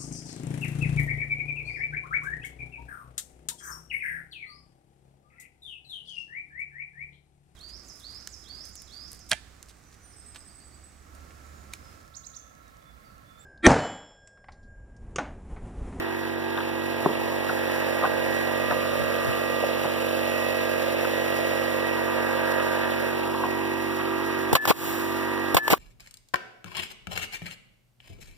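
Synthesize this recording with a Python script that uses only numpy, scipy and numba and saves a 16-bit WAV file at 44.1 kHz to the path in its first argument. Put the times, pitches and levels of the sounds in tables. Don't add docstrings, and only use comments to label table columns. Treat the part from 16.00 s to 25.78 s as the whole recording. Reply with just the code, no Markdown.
import sys
import numpy as np
from scipy import signal
from scipy.fft import rfft, irfft
from scipy.io import wavfile
from scipy.ndimage import uniform_filter1d
from numba import njit

SR = 44100
rng = np.random.default_rng(int(sys.argv[2]) if len(sys.argv) > 2 else 0)


def generate_wav(sig):
    pcm = np.round(np.clip(np.atleast_2d(sig).T, -1, 1) * 32767).astype(np.int16)
    wavfile.write(sys.argv[1], SR, pcm)


N = 431298
T = np.arange(N) / SR
HZ = np.maximum(np.fft.rfftfreq(N, 1 / SR), 1)

# (time [s], speed [strokes per s])
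CRANK_SPEED = [(0, 47.785), (9.78, 47.57)]
STROKE_ORDERS = [1, 2, 3, 4, 5, 7, 8, 9, 10, 11, 12, 13, 14, 16, 17, 18, 19, 20, 21, 25, 26, 28, 33, 34, 35,
                 38, 39, 40, 27, 37, 43, 44, 49, 54, 55]
# (right port rms [dB], left port against right [dB])
STROKE_ORDER_LEVELS = [(-54, -5.5), (-41.5, -14), (-46, -11), (-69, 12.5), (-35, -45), (-34, -1.5),
                       (-32.5, -1), (-42, 1.5), (-38.5, -6), (-33, -21), (-44.5, -22), (-37.5, -32),
                       (-39.5, 1), (-58, 8.5), (-46.5, -24), (-53.5, 6.5), (-53.5, 3), (-45.5, 1),
                       (-51, 2.5), (-39.5, -4), (-54, -3), (-57, 9), (-47.5, -27), (-39.5, -11), (-54, -2),
                       (-51, 8), (-49.5, 4.5), (-35, -9.5), (-52.5, 0), (-51, 4), (-54, 5), (-59, 3.5),
                       (-74, 2), (-45, -11), (-52.5, -5)]
LAST_PULSE_ORDER = 14
PULSE_SMEAR = 0.0199
# (time [s], added level [dB])
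ORDER_20_SWELL = [(0, -8), (5.4, -28), (5.9, 1), (8.4, 0)]
# (time [s], distance gained [m])
SWAY_TOWARD_PUMP = [(0, -.18), (1.5, .12), (1.9, .13), (3.8, -.24), (4.4, -.24), (5.7, .24), (6.6, .18),
                    (7.0, -.02), (7.3, -.3), (8.4, -.5), (9.78, -.45)]
# (time [s], phase [rad])
LEFT_PHASE_SWING = [(0, 0.022), (2, -0.68), (6.8, -0.37), (7.6, 0.8)]
HUM_HZ, HUM_DB, HUM_TURN = 279.4, [-46, -39.5], [0.91, 0]
# (time [s], added level [dB])
HUM_SWELL = [(0, -9), (1.5, -4.5), (7, -5), (7.6, 0.5)]
# (frequency [Hz], relative level per Hz [dB])
ROAR_COLOUR = [(45, -40), (100, -22), (200, -20), (320, -12.5), (430, -7), (550, 1.5), (800, -11),
               (1150, -10), (1600, -9.5), (2050, -10), (2400, -9.5), (2700, -9.5), (3200, -17.5),
               (4200, -20.5), (6000, -28), (8500, -36), (10200, -29.5), (11000, -20.5), (11600, -29.5),
               (15300, -24.5)]
ROAR_DB = -29.5

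FACING_HZ = [240, 350, 570, 900, 1200, 1620, 1920, 2700, 3500, 5500]
# (time [s], turned away from pump [-], lean [-], added level around 1200 Hz [dB])
HOLDING = [(0, 0.9, -1.3, -10), (.35, 0.9, -1.15, -14.5), (.7, 0.64, -0.37, -8.5), (1.05, 0.32, 0.44, -2.5),
           (1.4, 0.33, 0.48, -0.5), (1.75, 0.17, 0.39, -2), (2.45, 0.17, .73, -2), (2.8, 0.01, -0.49, 3),
           (3.5, 0.11, 0.064, 1.5), (4.2, 0.08, 0.26, -1), (5.6, 0.04, 0.29, 1), (5.95, 0.18, 0.51, 2.5),
           (6.65, 0.13, 0.8, 4.5), (7.0, 0.19, 0.22, 0.5), (7.35, 0.48, 0.084, 1.5),
           (7.7, 0.62, 0.42, -3.5), (8.05, 0.67, 0.19, 2.5), (9.3, 0.69, 0.36, 1.5)]
# (level facing the pump [dB], added when turned away [dB], added per lean [dB])
FACING_SHADING = [(-1.5, 5, 1.6), (4.5, -20.5, 0.2), (-0.5, 4.5, 5.5), (-1.5, 2, -3), (0, -5, 2.5),
                  (3, -9.5, 2), (0.1, -6, 0.8), (0.2, -4.5, 0.2), (-0.23, -5.5, 0.8)]
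# (level facing the pump [dB], added when turned away [dB], added per lean [dB])
LEFT_SHADING = [(-0.5, -5.5, 0.5), (-6, 10, -4.5)]
# (time [s], added level around 240 Hz [dB])
BASS_LEVEL = [(0, -2), (1, -0.5), (2.2, 0.5), (2.7, 1.5), (3.5, 0.5), (7, 0.5), (9.3, -0.5)]
# (time [s], added level [dB])
UPPER_MID_LEVEL = [(0, 6), (.6, 3.5), (1.2, -5), (1.75, 2), (2.8, -0.5), (3.15, 2.5), (3.5, -2.5), (5.6, 0),
                   (5.95, 1), (6.65, 4), (7.0, 4), (7.35, -2.5), (8.4, 1.5)]
# (time [s], added around 900 Hz [dB], added around 1920 Hz [dB])
MID_BAND_LEVELS = [(0, 7, 5.5), (.9, 3, -4), (1.8, 2, -2), (2.9, 2.5, -3.5), (4, 1.5, -5.5), (5.3, 2, -2.5),
                   (6, 2, -2), (6.6, 1.5, -5), (7.1, 2.5, -3), (7.25, 2.5, -7), (7.4, 2, -11),
                   (7.5, 0.5, 0), (8.4, -1, -0.5)]
# (time [s], added around 2700 Hz [dB], added around 3500 Hz [dB], added in the top band [dB])
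TREBLE_SWELL = [(0, -1.5, -0.5, -1), (.8, -0.5, 0, -1), (1.5, -1.5, 0, 0), (2.3, -0.5, 0.5, 0),
                (3.1, 0.5, 0, 1), (3.9, 1, 1, 0.5), (4.7, 1, 0, 1), (5.4, 1, 1, 1), (6.1, -0.5, -1.5, -0.5),
                (6.8, -0.5, 0.5, -0.5), (7.5, 1.5, -2, 0), (8.4, 0, 0, 1)]

# (frequency [Hz], level [dB], phase [rad], likeness [0-1])
PORT_DIFFERENCE = [(50.5, -38, -2, 1), (148, 1.5, -2.1, 0.47), (188, 7.5, 0.56, 0.77), (348, -2, -3, 0.7),
                   (418, -2, -0.5, 0.2), (420, 2, -0.06, 0), (580, -4, 2.5, 0.07), (672, -4.5, 3, 0.2),
                   (767, -10, 0.5, 0.58), (1130, 0, 0, 1), (1500, -3, -.15, 1), (1900, -2, -.7, .9),
                   (2050, -1, -.15, .92), (2200, 0, 0, .92), (2800, -3.5, 0, 1), (3850, 0, 0, 1),
                   (8500, 0.5, 0, 1), (10500, 1, 1.1, 1), (11500, 0, 1.3, 1), (13500, -5, 1.4, .9),
                   (15450, -6, 0.8, 0.8)]
LEFT_LEAD_S = -20 / 44100
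CROSSFEED_UNLIKE, CROSSFEED_TURN = 0.3, 0.3

# (time of the top [s], level at the top [dB], time to fall 25 dB [s])
BUFFETS = [(1.15, -46, .9), (2.15, -43, .12), (2.3, -40, 0.19), (2.7, -35, 0.16), (2.93, -50, .12),
           (3.02, -27, 0.095), (3.29, -31, 0.083), (4.57, -56, .08)]
BUFFET_RISE_S, BUFFET_RANGE_DB, BREEZE_DB = 0.092, 25, -63

# (time [s], peak before the ports [dB], lowest mode struck [Hz],
# highest mode struck [Hz], 60 dB fade of a 900 Hz mode [s], pitch factor of the piece [-])
KNOCKS = [(0.554, -23, 1200, 3500, 0.03, 0.98), (0.574, -17, 900, 3500, 0.032, 1.1),
          (.5795, -19, 700, 1700, 0.025, 0.97), (0.584, -21, 900, 1700, 0.027, 1.1),
          (.594, -21, 700, 1200, .02, 0.87), (0.603, -22, 900, 3500, 0.03, 1.1),
          (.608, -24, 700, 1700, 0.038, .9), (1.06, -5, 640, 1300, 0.015, 0.94),
          (1.0619, -6.5, 140, 450, 0.016, 0.93), (1.069, -17, 140, 450, 0.046, 0.9),
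          (1.094, -16, 140, 600, 0.04, 1.1), (1.117, -24, 140, 450, 0.036, .8),
          (1.4925, -16, 1200, 1700, 0.025, 1.01), (1.4985, -19, 700, 1700, 0.029, 0.97),
          (2.0248, -16, 900, 1300, 0.027, 1.08), (2.031, -14.5, 500, 700, .015, 0.98),
          (2.0375, -13, 900, 1300, 0.021, 1.1), (2.043, -12, 700, 1200, .03, .95),
          (2.051, -15, 700, 1500, 0.054, 1.04), (2.058, -16, 700, 1500, .07, 0.93),
          (2.709, -12.5, 500, 1700, 0.021, 1.2), (2.7095, -26, 2000, 3500, .015, 1.12),
          (2.718, -19, 900, 1700, .03, 1.1), (2.722, -15.5, 600, 1200, 0.03, .92),
          (2.734, -21, 600, 1200, .04, .9), (2.852, -20, 500, 1400, 0.013, 1.2),
          (3.638, -11, 500, 700, 0.018, 1.06), (3.651, -30, 500, 700, 0.023, 1.03),
          (3.845, -15.5, 600, 1200, 0.017, 0.88), (3.853, -15.5, 600, 1000, 0.04, 0.86),
          (5.041, -17, 700, 1200, 0.02, 0.82), (5.046, -17.5, 1200, 2700, 0.03, 1.06),
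          (5.051, -16, 1200, 1700, .025, .93), (6.598, -16, 900, 2700, .03, 1.15),
          (6.828, -33, 1050, 1500, .03, 1.1), (7.343, -17, 800, 1300, 0.056, 1),
          (7.404, -23, 900, 1300, .025, 1.07), (7.435, -21, 1200, 1700, 0.021, 1.08),
          (7.438, -15, 900, 1200, 0.027, 0.97), (7.449, -18, 700, 1200, 0.045, .93),
          (7.998, -18, 1150, 1400, 0.03, 0.89)]
# (frequency [Hz], relative level [dB])
TIMBER_MODES = [(150, -9), (210, 7), (300, 9), (410, 16.5), (560, 7), (660, -2.5), (780, 6.5), (930, 4.5),
                (1080, 7.5), (1270, -28), (1430, 9), (1580, 1), (1900, -11), (2200, -1), (2550, 6),
                (3250, 7)]
KNOCK_SCUFF = .7
KNOCK_ATTACK_S, HARD_KNOCK_DB = .0015, -15

# (trigger pulled [s], trigger let go [s], pull half level [dB], release half level [dB])
SHOTS = [(8.529, 8.653, 0, 0), (9.545, 9.6789, 0, 0)]
# (time after pull [s], length [s], 60 dB fade [s], air level [dB], body level [dB])
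PULL_BURSTS = [(0, 0.0017, 0.068, -8, -29), (.0222, 0.0017, 0.0093, -5, 2), (.0238, 0.007, 0.05, 5, 2.5)]
# (time after release [s], length [s], 60 dB fade [s], air level [dB], body level [dB])
RELEASE_BURSTS = [(-.0005, 0.0026, 0.02, -12, -12), (0.021, 0.049, 0.033, -11.5, -15),
                  (0.052, .007, .03, -9, -3.5)]
# (time after pull [s], peak of the push [dB], contact [ms])
PULL_BLOWS = [(.0003, -5, 1.6), (.0028, -7, 1.6), (.003, -8, 9.5), (.0222, -3, 1.4), (.0242, 7, 0.9),
              (.0262, 7, .8), (.0278, 11, 1.1), (.0338, 5, 1.1), (.0378, 3, 0.8)]
# (time after release [s], peak of the push [dB], contact [ms])
RELEASE_BLOWS = [(0.0007, -4, .8), (.0228, -12, 1.8), (.0497, 0, 3.6), (.0546, 4, 1.9), (.0571, 13, 1.2),
                 (.0600, 10, 1.0)]
# (frequency [Hz], width [Hz], relative level [dB])
GUN_BODY = [(490, 550, -2), (750, 610, 7), (1066, 760, 1.5), (2150, 210, 3), (2800, 1140, -5.5),
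            (4460, 840, -7.5)]
# (frequency [Hz], relative level per Hz [dB])
AIR_COLOUR = [(300, 9), (2000, 3), (5000, -4.5), (8300, -5.5), (11000, -4.5), (15000, 4)]
SEEP_DB, SEEP_AFTER_S = -28.5, 0.077
REFILL_DB, REFILL_AFTER_S, REFILL_RISE_S, REFILL_HOLD_S = -24.5, 0.044, 0.073, 0.098
REFILL_FADE_DB_PER_S = 60
BLADE_HZ, BLADE_DB, BLADE_AFTER_S = 1740.5, -7.5, .036
BLADE_FADE_DB, BLADE_FADE_S = 100, 0.77
BLADE_CATCH_DB, BLADE_DECAY_DB_PER_S = 3.5, 30
RETURN_RING_HZ, RETURN_RING_DB, RETURN_RING_AFTER_S = 1150, 8, .059
RETURN_RING_FADE_DB, RETURN_RING_FADE_S = 1500, 0.95
HISS_SHADED_HZ = 10000

CUTOFF_HZ = 15500


def amp(db):
    return 10 ** (np.asarray(db) / 20)


def rms_one(x):
    return x / np.sqrt(np.mean(x ** 2) + 1e-20)


def in_time(rows):
    s, *columns = np.transpose(rows)
    return np.array([np.interp(T, s, c) for c in columns])


def at_hz(rows, hz, axis=1):
    table = np.array(rows)
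    return np.interp(np.log(hz), np.log(table[:, 0]), table[:, axis])


def drift(rate):
    r = np.exp(-80 * np.pi * rate / SR)
    noise = rng.standard_normal(N // 40 + 2002)
    slow = signal.lfilter([1], [1, -2 * r, r * r], noise)[2000:]
    return np.interp(np.arange(N) / 40, np.arange(len(slow)), rms_one(slow))


def ramp(start, length):
    return np.clip((T - start) / length, 0, 1)


def butter(x, hz, kind):
    return signal.sosfilt(signal.butter(2, hz, kind, fs=SR, output="sos"), x)


def resonance(x, hz, width_hz):
    r = np.exp(-np.pi * width_hz / SR)
    poles = [1, -2 * r * np.cos(2 * np.pi * hz / SR), r * r]
    return signal.lfilter([(1 - r * r) / 2, 0, (r * r - 1) / 2], poles, x)


def noise_pair(colour_table, envelope=1.0):
    colour = amp(at_hz(colour_table, HZ))
    return rfft(envelope * rng.standard_normal((2, N))) * rms_one(colour)


def port_turn(hz, shading):
    turn = at_hz(PORT_DIFFERENCE, hz, axis=2) * np.where(hz < 1000, shading, 1)
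    turn = turn + CROSSFEED_TURN * np.sin(4 * np.pi * hz * LEFT_LEAD_S) * (hz > 1100)
    return np.pi - turn + 2 * np.pi * hz * LEFT_LEAD_S


def ports(right, other, shading):
    alike = np.clip(at_hz(PORT_DIFFERENCE, HZ, axis=3), 0, 1)
    comb = (HZ > 1100) * np.sin(2 * np.pi * HZ * LEFT_LEAD_S) ** 2
    alike = alike * (1 - np.clip(CROSSFEED_UNLIKE, 0, 1) * comb)
    mixed = alike * right + np.sqrt(1 - alike ** 2) * other
    left = mixed * np.exp(1j * port_turn(HZ, shading))
    return np.array([left * amp(shading * at_hz(PORT_DIFFERENCE, HZ)), right])


def facing():
    away, lean, mid_db = in_time(HOLDING)
    pose = np.array([np.ones(N), away, lean])
    out = np.zeros((len(FACING_HZ), 2, N))
    out[1:] = (np.array(FACING_SHADING) @ pose)[:, None]
    out[1:3, 0] += np.array(LEFT_SHADING) @ pose
    around_900_db, around_1920_db = in_time(MID_BAND_LEVELS)
    out[FACING_HZ.index(1200)] += mid_db
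    out[FACING_HZ.index(1620)] += in_time(UPPER_MID_LEVEL)[0]
    out[FACING_HZ.index(900)] += around_900_db
    out[FACING_HZ.index(1920)] += around_1920_db
    out[0] += in_time(BASS_LEVEL)[0]
    out[-3:] += in_time(TREBLE_SWELL)[:, None]
    return out


def band_share(hz, k):
    place = np.interp(np.log(hz), np.log(FACING_HZ), np.arange(len(FACING_HZ)))
    return np.clip(1 - abs(place - k), 0, 1)


def stroke_tones(crank, facing_db):
    out, stroke_hz = np.zeros((2, N)), np.mean(in_time(CRANK_SPEED))
    swing = in_time(LEFT_PHASE_SWING)[0]
    for order, (right_db, left_db) in zip(STROKE_ORDERS, STROKE_ORDER_LEVELS):
        hz = order * stroke_hz
        turned_db = sum(band_share(hz, k) * db for k, db in enumerate(facing_db) if band_share(hz, k) > 0)
        turned_db = turned_db + (order == 20) * in_time(ORDER_20_SWELL)[0]
        wander_db = 0.37 * np.sqrt(order) * drift(1.57)
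        gain = np.sqrt(2) * amp(right_db + turned_db + wander_db)
        phase = order * crank - PULSE_SMEAR * order ** 2
        phase = phase + (order > LAST_PULSE_ORDER) * rng.uniform(0, 2 * np.pi)
        left_phase = phase + port_turn(hz, shading=1) + band_share(hz, 0.88) * swing
        out += gain * np.array([amp(left_db) * np.cos(left_phase), np.cos(phase)])
    return out


def hum():
    level = np.sqrt(2) * amp(HUM_DB)[:, None] * amp(in_time(HUM_SWELL)[0] + 0.24 * drift(0.75))
    phase = 2 * np.pi * HUM_HZ * T + 0.73 * drift(8.3)
    return level * np.cos(phase + np.array(HUM_TURN)[:, None])


def pump_roar(crank, facing_db):
    pulsing = amp(0.92 * np.cos(crank) + 0.5 * np.cos(2 * crank + 1.2))
    turn_share = crank / (2 * np.pi) % 1
    rattle = np.interp(turn_share, np.linspace(0, 1, 900), rng.standard_normal(900))
    rattle = butter(rattle, 1300, "high")
    right, other = noise_pair(ROAR_COLOUR, pulsing)
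    coloured_rattle = rfft(rattle) * rms_one(amp(at_hz(ROAR_COLOUR, HZ)))
    roar = ports(right + 0.5 * coloured_rattle, other, shading=1.0)
    out = np.zeros((2, N))
    for k, level_db in enumerate(facing_db):
        gain = amp(ROAR_DB + level_db + 1.05 * drift(19.0))
        out += gain * irfft(roar * band_share(HZ, k), N)
    return out


def compressor():
    strokes = np.cumsum(in_time(CRANK_SPEED)[0]) / SR
    sooner = in_time(SWAY_TOWARD_PUMP)[0] / 343 * np.mean(in_time(CRANK_SPEED))
    crank = 2 * np.pi * (strokes + sooner - .146)
    crank = crank + 0.0065 * drift(9.9)
    facing_db = facing()
    return stroke_tones(crank, facing_db) + hum() + pump_roar(crank, facing_db)


def wind():
    lumps = amp(2.5 * drift(8.0)) * rng.standard_normal((2, N))
    shared, own = rms_one(butter(lumps, [75, 190], "band"))
    level = amp(BREEZE_DB)
    for s, top_db, dying in BUFFETS:
        away_from_top = np.maximum((s - T) / BUFFET_RISE_S, (T - s) / dying)
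        level = level + amp(top_db - BUFFET_RANGE_DB * away_from_top)
    return level * np.array([-1.2 * shared + .5 * own, shared])


def knocks():
    out, t = np.zeros((2, N)), np.arange(int(.15 * SR)) / SR
    luck_db = rng.normal(0, 0.54, (len(KNOCKS), 2, len(TIMBER_MODES)))
    scuffs = signal.lfilter([1], [1, -1.8, .81], rng.standard_normal((len(KNOCKS), 2, len(t))))
    for (s, peak_db, low_hz, high_hz, t60, pitch), luck, scuff in zip(KNOCKS, luck_db, scuffs):
        ring = np.zeros((2, len(t)))
        for k, (hz, db) in enumerate(TIMBER_MODES):
            if low_hz <= hz <= high_hz:
                fade_db = 60 * t / t60 * np.sqrt(hz / 900)
                ring += amp(db + luck[:, [k]] - fade_db) * np.sin(2 * np.pi * pitch * hz * t)
        roughness = 1 + KNOCK_SCUFF * (peak_db < HARD_KNOCK_DB) * rms_one(scuff)
        ring = ring * (1 - np.exp(-t / KNOCK_ATTACK_S)) * roughness
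        first = int(s * SR)
        out[:, first:first + len(t)] += amp(peak_db) * ring / abs(ring).max()
    left, right = ports(*rfft(out), shading=0.22)
    left = np.where((HZ > 120) & (HZ < 480), right, left)
    return irfft(np.array([left, right]), N)


def played(pull_rows, release_rows):
    placed = []
    for pull, release, pull_db, release_db in SHOTS:
        placed += [(pull + row[0], pull_db, *row[1:]) for row in pull_rows]
        placed += [(release + row[0], release_db, *row[1:]) for row in release_rows]
    return placed


def gun_bursts():
    air, body = np.zeros((2, N))
    for s, db, length, t60, air_db, body_db in played(PULL_BURSTS, RELEASE_BURSTS):
        shape = ramp(s, 0.00053) * amp(db - 60 * np.clip(T - s - length, 0, .5) / t60)
        air += amp(air_db) * shape
        body += amp(body_db) * shape
    return air, body


def gun_metal(body):
    pushes = np.zeros(N)
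    for s, db, peak_db, contact_ms in played(PULL_BLOWS, RELEASE_BLOWS):
        pushes -= amp(db + peak_db) * np.sin(2 * np.pi * ramp(s, contact_ms / 1000))
    grains = rms_one(rng.standard_normal((2, N)) ** 3)
    rattle = body * grains * amp(1.1 * drift(298)) + .5 * pushes
    solid = pushes
    for k, (hz, width, db) in enumerate(GUN_BODY):
        solid = solid + (-1) ** k * amp(db + 11.5) * resonance(rattle + 1e-18, hz, width)
    return solid


def blade_song(pull, release, pull_db):
    start, exhaust = pull + BLADE_AFTER_S, release + RELEASE_BURSTS[1][0]
    damping_db = BLADE_FADE_DB * ramp(start, BLADE_FADE_S) + BLADE_CATCH_DB * ramp(release, .0033)
    damping_db = damping_db + BLADE_DECAY_DB_PER_S * ramp(exhaust, 1)
    return amp(pull_db + BLADE_DB - damping_db) * ramp(start, .003) * np.sin(2 * np.pi * BLADE_HZ * T)


def return_ring(release, release_db):
    landing = release + RETURN_RING_AFTER_S
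    fade_db = RETURN_RING_FADE_DB * ramp(landing, RETURN_RING_FADE_S)
    level = amp(release_db + RETURN_RING_DB - fade_db) * ramp(landing, 0.0044)
    return level * np.sin(2 * np.pi * RETURN_RING_HZ * T)


def seep_and_refill(pull, release):
    refill = release + REFILL_AFTER_S
    filling = ramp(refill, REFILL_RISE_S)
    seep = amp(SEEP_DB) * ramp(pull + SEEP_AFTER_S, 0.0091) * (1 - filling)
    fade_db = REFILL_FADE_DB_PER_S * ramp(refill + REFILL_RISE_S + REFILL_HOLD_S, 1)
    return seep + amp(REFILL_DB - fade_db) * filling


def gun():
    air, body = gun_bursts()
    solid = gun_metal(body)
    for pull, release, pull_db, release_db in SHOTS:
        solid += blade_song(pull, release, pull_db) + return_ring(release, release_db)
        air += seep_and_refill(pull, release)
    shading = np.where(HZ > HISS_SHADED_HZ, 0.8, 0.087)
    return irfft(ports(*(noise_pair(AIR_COLOUR, air) + rfft(solid)), shading=shading), N)


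def scene():
    return compressor() + wind() + knocks() + gun()


@njit
def follow(over_db, attack, release):
    out, state = np.zeros(len(over_db)), 0.0
    for i in range(len(over_db)):
        state += (attack if over_db[i] > state else release) * (over_db[i] - state)
        out[i] = state
    return out


def record(dry):
    power = uniform_filter1d(np.mean(dry ** 2, axis=0), size=440)
    level_db = 10 * np.log10(power + 1e-12)
    over_db = np.clip(level_db + 14.5, 0, 40)
    cut_db = follow(over_db, 1 / (0.0013 * SR), 1 / (.09 * SR))
    late_cut_db = np.interp(T - .0025, T, cut_db)
    wet = np.tanh(butter(dry * amp(-late_cut_db), 60, "high"))
    return signal.sosfilt(signal.ellip(10, .5, 70, CUTOFF_HZ, fs=SR, output="sos"), wet)


dry = scene()
out = record(dry)
generate_wav(out)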